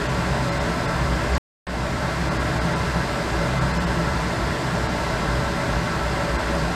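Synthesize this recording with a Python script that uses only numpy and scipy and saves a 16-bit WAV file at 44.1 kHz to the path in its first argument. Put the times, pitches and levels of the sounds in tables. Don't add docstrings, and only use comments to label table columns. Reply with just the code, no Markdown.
import sys
import numpy as np
from scipy import signal
from scipy.fft import rfft, irfft, next_fast_len
from scipy.io import wavfile
from scipy.ndimage import uniform_filter1d

SR = 44100
rng = np.random.default_rng(int(sys.argv[2]) if len(sys.argv) > 2 else 0)


def amplitude_ratio(level_db):
    exponent = np.asarray(level_db, float) / 20
    return 10 ** exponent


def bounce(signal):
    frames = np.transpose(np.atleast_2d(signal))
    limited = np.clip(frames, -1, 1)
    pcm = np.round(limited * 32767).astype(np.int16)
    wavfile.write(sys.argv[1], SR, pcm)


N = 297675
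t = np.arange(N) / SR


def evened(x):
    return x / np.sqrt(np.mean(x ** 2) + 1e-20)


def bell(hz, centre_hz, width_hz):
    return 1 / (1 + (2 * (hz - centre_hz) / width_hz) ** 2)


def bumps(rows, size_of):
    coarse = np.arange(0, N + 200, 200) / SR
    total = sum(size_of(db) * np.exp(-(2 * (coarse - s) / length) ** 2) for s, db, length in rows)
    return np.interp(t, coarse, total)


# pitch_hz [Hz], level_db [dB per Hz]
AIR_RUSH = [(15, -40), (25, -18), (49, -4.5), (71, -5), (90, -11), (172, -4.5), (207, -12), (326, -12.5),
            (363, -16.5), (573, -11.5), (811, -15), (1580, -15), (2240, -23), (7680, -34), (15000, -58)]
# pitch_hz [Hz], width_hz [Hz], level_db [dB over the rush]
HOOD_RESONANCES = [(106.7, 30, 3), (185.4, 11, 5.5), (228.4, 26, 3.5), (252, 14, 5), (293.5, 8.7, 5.5),
                   (322.7, 18, 4), (343, 16, 6.5), (406.6, 17.5, 8), (448.6, 11, 6.5), (496, 11, -2),
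                   (598, 19, 5.5), (647, 28, 3), (716, 44, -2.5), (769, 23, 3), (883.6, 25.5, 5.5),
                   (917, 16, 3), (999, 22, 5.5), (1062, 25, 0.5), (1109.7, 36, 6.5), (1323, 22, 6),
                   (1375, 27, 1), (1520, 32, 3), (1536, 25, 2), (1634, 44, 2), (1770, 30, 4),
                   (1860, 20, 6.5), (1928, 37, 5.5), (2065, 79, 6), (2305, 43, 3.5), (2420, 40, -2.5)]
# pitch_hz [Hz],
# width_hz [Hz], depth_db [dB]
REFLECTION_NULLS = [(46.2, 8, 5), (79.1, 12, 4), (148, 3, 8.5), (206, 17.4, 5), (370, 18, -3.5),
                    (512, 26, 8), (465, 13, 5), (945, 11, -3), (1111, 9.4, 8), (827, 50, 2.5),
                    (1175, 15, 3.5), (1256, 57, 7.5), (1526, 12, 6.5), (1450, 14, 2.5), (1607, 11, 3),
                    (1763, 16, 5), (1830, 35, 4), (1904, 20, 7), (2075, 34, 4.5), (288, 12, 2),
                    (2300, 70, 4)]


def rush(level_db=-28.5, valley_db=-4, patchy_db=0.5, ripple_db=1.5):
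    size = next_fast_len(N)
    hz = np.fft.rfftfreq(size, 1 / SR)
    pitch_hz, air_db = np.transpose(AIR_RUSH)
    colour_db = np.interp(np.log(hz + 1), np.log(pitch_hz + 1), air_db)
    colour_db -= sum(depth * bell(hz, centre, width) for centre, width, depth in REFLECTION_NULLS)
    ripple = evened(uniform_filter1d(rng.standard_normal(len(hz)), 150))
    colour_db += ripple_db * np.clip(hz / 2500, 0.3, 1) * ripple
    ringing = sum(amplitude_ratio(2 * db) * bell(hz, centre, width) ** 2 for centre, width, db in HOOD_RESONANCES)
    power = amplitude_ratio(2 * valley_db) + ringing / 2
    air = irfft(rfft(rng.standard_normal(size)) * amplitude_ratio(colour_db) * np.sqrt(power), size)

    cells = signal.stft(air, nperseg=512, noverlap=384)[2]
    patches = uniform_filter1d(rng.standard_normal(cells.shape), 6, 0)
    patches = evened(uniform_filter1d(patches, 24, 1))
    air = signal.istft(cells * amplitude_ratio(patchy_db * patches), nperseg=512, noverlap=384)[1][:N]
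    return amplitude_ratio(level_db) * evened(air)


# pitch_hz [Hz], width_hz [Hz], level_db [resting dB]
ROOM_MODES = [(62, 10.5, -35.5), (130.3, 13, -41.5), (167.9, 16, -39.5), (565.3, 9.9, -44.5)]
# start_s [s, at the peak], level_db [added dB], length_s [s]
SURGES_LOWEST = [(0.24, -41, 0.4), (0.65, -34, 0.17), (1.11, -29, 0.069), (1.19, -29.5, 0.46),
                 (1.34, -28, 0.076), (1.878, -30.5, 0.46), (2.402, -33, 0.38), (2.89, -35, 0.34),
                 (3.384, -31.5, 0.11), (3.74, -33, 0.35), (4.17, -33, 0.23), (4.454, -28, 0.13),
                 (4.853, -30.5, 0.15), (5.3, -34.5, 0.4), (5.76, -26, 0.11), (6.08, -33, 0.14),
                 (6.36, -31, 0.06), (6.49, -32.5, 0.45)]
SURGES_SECOND = [(0.1, -28.5, 0.055), (0.36, -29, 0.4), (1.0, -34, 0.4), (1.04, -29, 0.06),
                 (1.21, -36, 0.06), (1.92, -31.5, 0.08), (2.06, -29, 0.044), (2.28, -31, 0.15),
                 (2.57, -34, 0.4), (2.93, -37.3, 0.31), (3.6, -27.5, 0.21), (3.97, -45, 0.4),
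                 (4.09, -34.4, 0.06), (4.61, -32, 0.35), (5.37, -34, 0.53), (5.76, -34, 0.26),
                 (6.22, -36, 0.1), (6.64, -32, 0.06)]
SURGES_THIRD = [(0.18, -34, 0.28), (0.73, -38, 0.4), (1.08, -35.5, 0.2), (2.04, -30, 0.08),
                (2.22, -28.5, 0.068), (2.68, -29, 0.33), (2.98, -31, 0.046), (3.43, -41, 0.16),
                (3.75, -31, 0.33), (4.01, -30, 0.067), (4.19, -38, 0.31), (4.63, -35, 0.07),
                (4.75, -29.5, 0.051), (5.07, -33, 0.065), (5.88, -36, 0.3), (6.28, -35, 0.11),
                (6.59, -32, 0.051), (6.62, -34, 0.4)]
SURGES_HIGHEST = [(0.49, -38, 0.44), (1.04, -43, 0.4), (2.28, -41, 0.15), (2.9, -50, 0.36),
                  (3.43, -34, 0.06), (3.82, -40, 0.36), (4.09, -43.4, 0.1), (5.08, -44, 0.33),
                  (5.54, -41, 0.4), (5.95, -41, 0.057), (6.26, -39.5, 0.36), (6.58, -42, 0.2)]
# start_s [s, at the deepest], depth_db [dB], length_s [s]
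LOWEST_LULLS = [(.49, -10, .06), (.86, -14, .1), (1.22, -12, .05), (2.13, -8, 0.063), (2.71, -12, .05),
                (3.2, -12, .1), (4.61, -16, .14), (5.6, -10, .08), (5.9, -14, .1), (6.26, -17, .07),
                (6.49, -10, .05)]


def room_modes(steady=0.78):
    out = np.zeros(N)
    all_surges = (SURGES_LOWEST, SURGES_SECOND, SURGES_THIRD, SURGES_HIGHEST)
    for mode, ((hz, width, rest_db), surges) in enumerate(zip(ROOM_MODES, all_surges)):
        decay = np.exp(-np.pi * width / SR)
        slow = rng.standard_normal(N) + 1j * rng.standard_normal(N)
        for _ in range(2):
            slow = signal.lfilter([1], [1, -decay], slow)
        slow /= (abs(slow) + 0.28 * np.median(abs(slow))) ** steady
        level = amplitude_ratio(rest_db) + bumps(surges, amplitude_ratio)
        if mode == 0:
            level *= amplitude_ratio(bumps(LOWEST_LULLS, float))
        tone = (slow * np.exp(2j * np.pi * hz * t)).real
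        out += level * evened(tone)
    return out


# start_s [s], pitch_hz [Hz], level_db [dB]
CHANGE_TICK = (1.3515, 5600, -27)


def tick():
    start_s, hz, level_db = CHANGE_TICK
    since = t - start_s
    shape = np.exp(-(since / 0.002) ** 2) + 0.45 * np.exp(-((since - 0.01) / 0.014) ** 2)
    band = signal.butter(3, [hz * 0.7, hz * 1.4], "band", fs=SR, output="sos")
    return amplitude_ratio(level_db) * signal.sosfilt(band, rng.standard_normal(N) * shape)


# start_s [s], end_s [s]
SILENT_GAP = (1.3802, 1.668)


def camera_gain(restart_db=-5, recover_s=0.19):
    since = t - SILENT_GAP[1]
    return amplitude_ratio(restart_db * np.exp(-np.maximum(since, 0) / recover_s) * (since > -0.1))


# pitch_hz [Hz], level_db [dB]
MIC_COLOUR = [(2500, 0), (3200, -1), (3800, 0.5), (5100, 2.5), (5600, -1.5), (7000, -1.5), (8300, 1),
              (9300, -1.5), (12000, 3), (15000, 3.5)]


def microphone(x):
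    hz = np.fft.rfftfreq(N, 1 / SR)
    pitch_hz, colour_db = np.transpose(MIC_COLOUR)
    return irfft(rfft(x) * amplitude_ratio(np.interp(np.log(hz + 1), np.log(pitch_hz), colour_db)), N)


# [Hz, above which lines are lost]
THIN_INSTANTS = [(.082, 4000), (.509, 3500), (.594, 3520), (.871, 3050), (2.301, 2780), (2.386, 3500),
                 (2.599, 2500), (2.748, 4060), (3.602, 2820), (3.730, 2800), (3.792, 3020), (3.858, 3000),
                 (4.882, 5500), (6.377, 2500)]


def thin_treble(x):
    out, size = x.copy(), round(2048 / 48000 * SR)
    hz = np.fft.rfftfreq(size, 1 / SR)
    window = np.pi * ((np.arange(size) + 0.5) / size - 0.5)
    cusp = np.maximum(1 - np.sqrt(np.sin(window) ** 2 + 0.008), 0) / np.cos(window)
    needed, thinning_hz, lift_db = 2.1, 12000, 4.0
    for middle_s, from_hz in THIN_INSTANTS:
        at = round(middle_s * SR) - size // 2
        lines = rfft(x[at:at + size] * np.cos(window))
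        power = abs(lines) ** 2
        strength = uniform_filter1d(power, size=2) / uniform_filter1d(power + 1e-20, size=41)
        kept = (strength > needed + (hz - from_hz) / thinning_hz) & (hz < 9000)
        gain = np.where(hz < from_hz, 1, kept * amplitude_ratio(lift_db))
        out[at:at + size] += cusp * irfft(lines * (gain - 1), size)
    return out


# [Hz, above which all is lost]
LOST_TREBLE = [
    (1.361, 1.3645, 7800),
    (1.674, 1.68, 5600),
]
# start_s [s, at the middle], pitch_hz [Hz], level_db [dB]
LONE_LINE = (1.679, 8000, -52)


def empty_treble(x):
    middle_s, hz, level_db = LONE_LINE
    swell = np.cos(np.pi / 2 * np.clip((t - middle_s) / 0.016, -1, 1))
    out = x + amplitude_ratio(level_db) * np.sin(2 * np.pi * hz * t) * swell
    for start, end, from_hz in LOST_TREBLE:
        highpass = signal.firwin(255, from_hz, pass_zero=False, fs=SR)
        treble = signal.oaconvolve(x, highpass, "same")
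        early_s, late_s = (0.007, 0.001) if end < SILENT_GAP[0] else (0.002, 0.014)
        loss = np.interp(t, [start - early_s, start, end, end + late_s], [0, 1, 1, 0])
        out -= treble * np.sin(np.pi / 2 * loss)
    return out


def scene():
    hood = amplitude_ratio(4.0) * rush() + room_modes()
    return (hood * camera_gain() + tick())[None]


def top_cut(x):
    return signal.sosfilt(signal.butter(12, 15660, fs=SR, output="sos"), x)


def record(dry):
    heard = empty_treble(thin_treble(microphone(dry[0])))
    opened = np.maximum(1.5 - t, t - SILENT_GAP[1] + 0.00054) / 0.0016
    started = heard * np.clip(opened, 0, 1)
    lowpass = signal.firwin(2047, 14990, window=("kaiser", 9), fs=SR)
    limited = signal.oaconvolve(started, lowpass, "same")
    mix = limited * ((t < SILENT_GAP[0]) | (t > 1.6))
    return top_cut(mix[None])


dry = scene()
out = record(dry)
bounce(out)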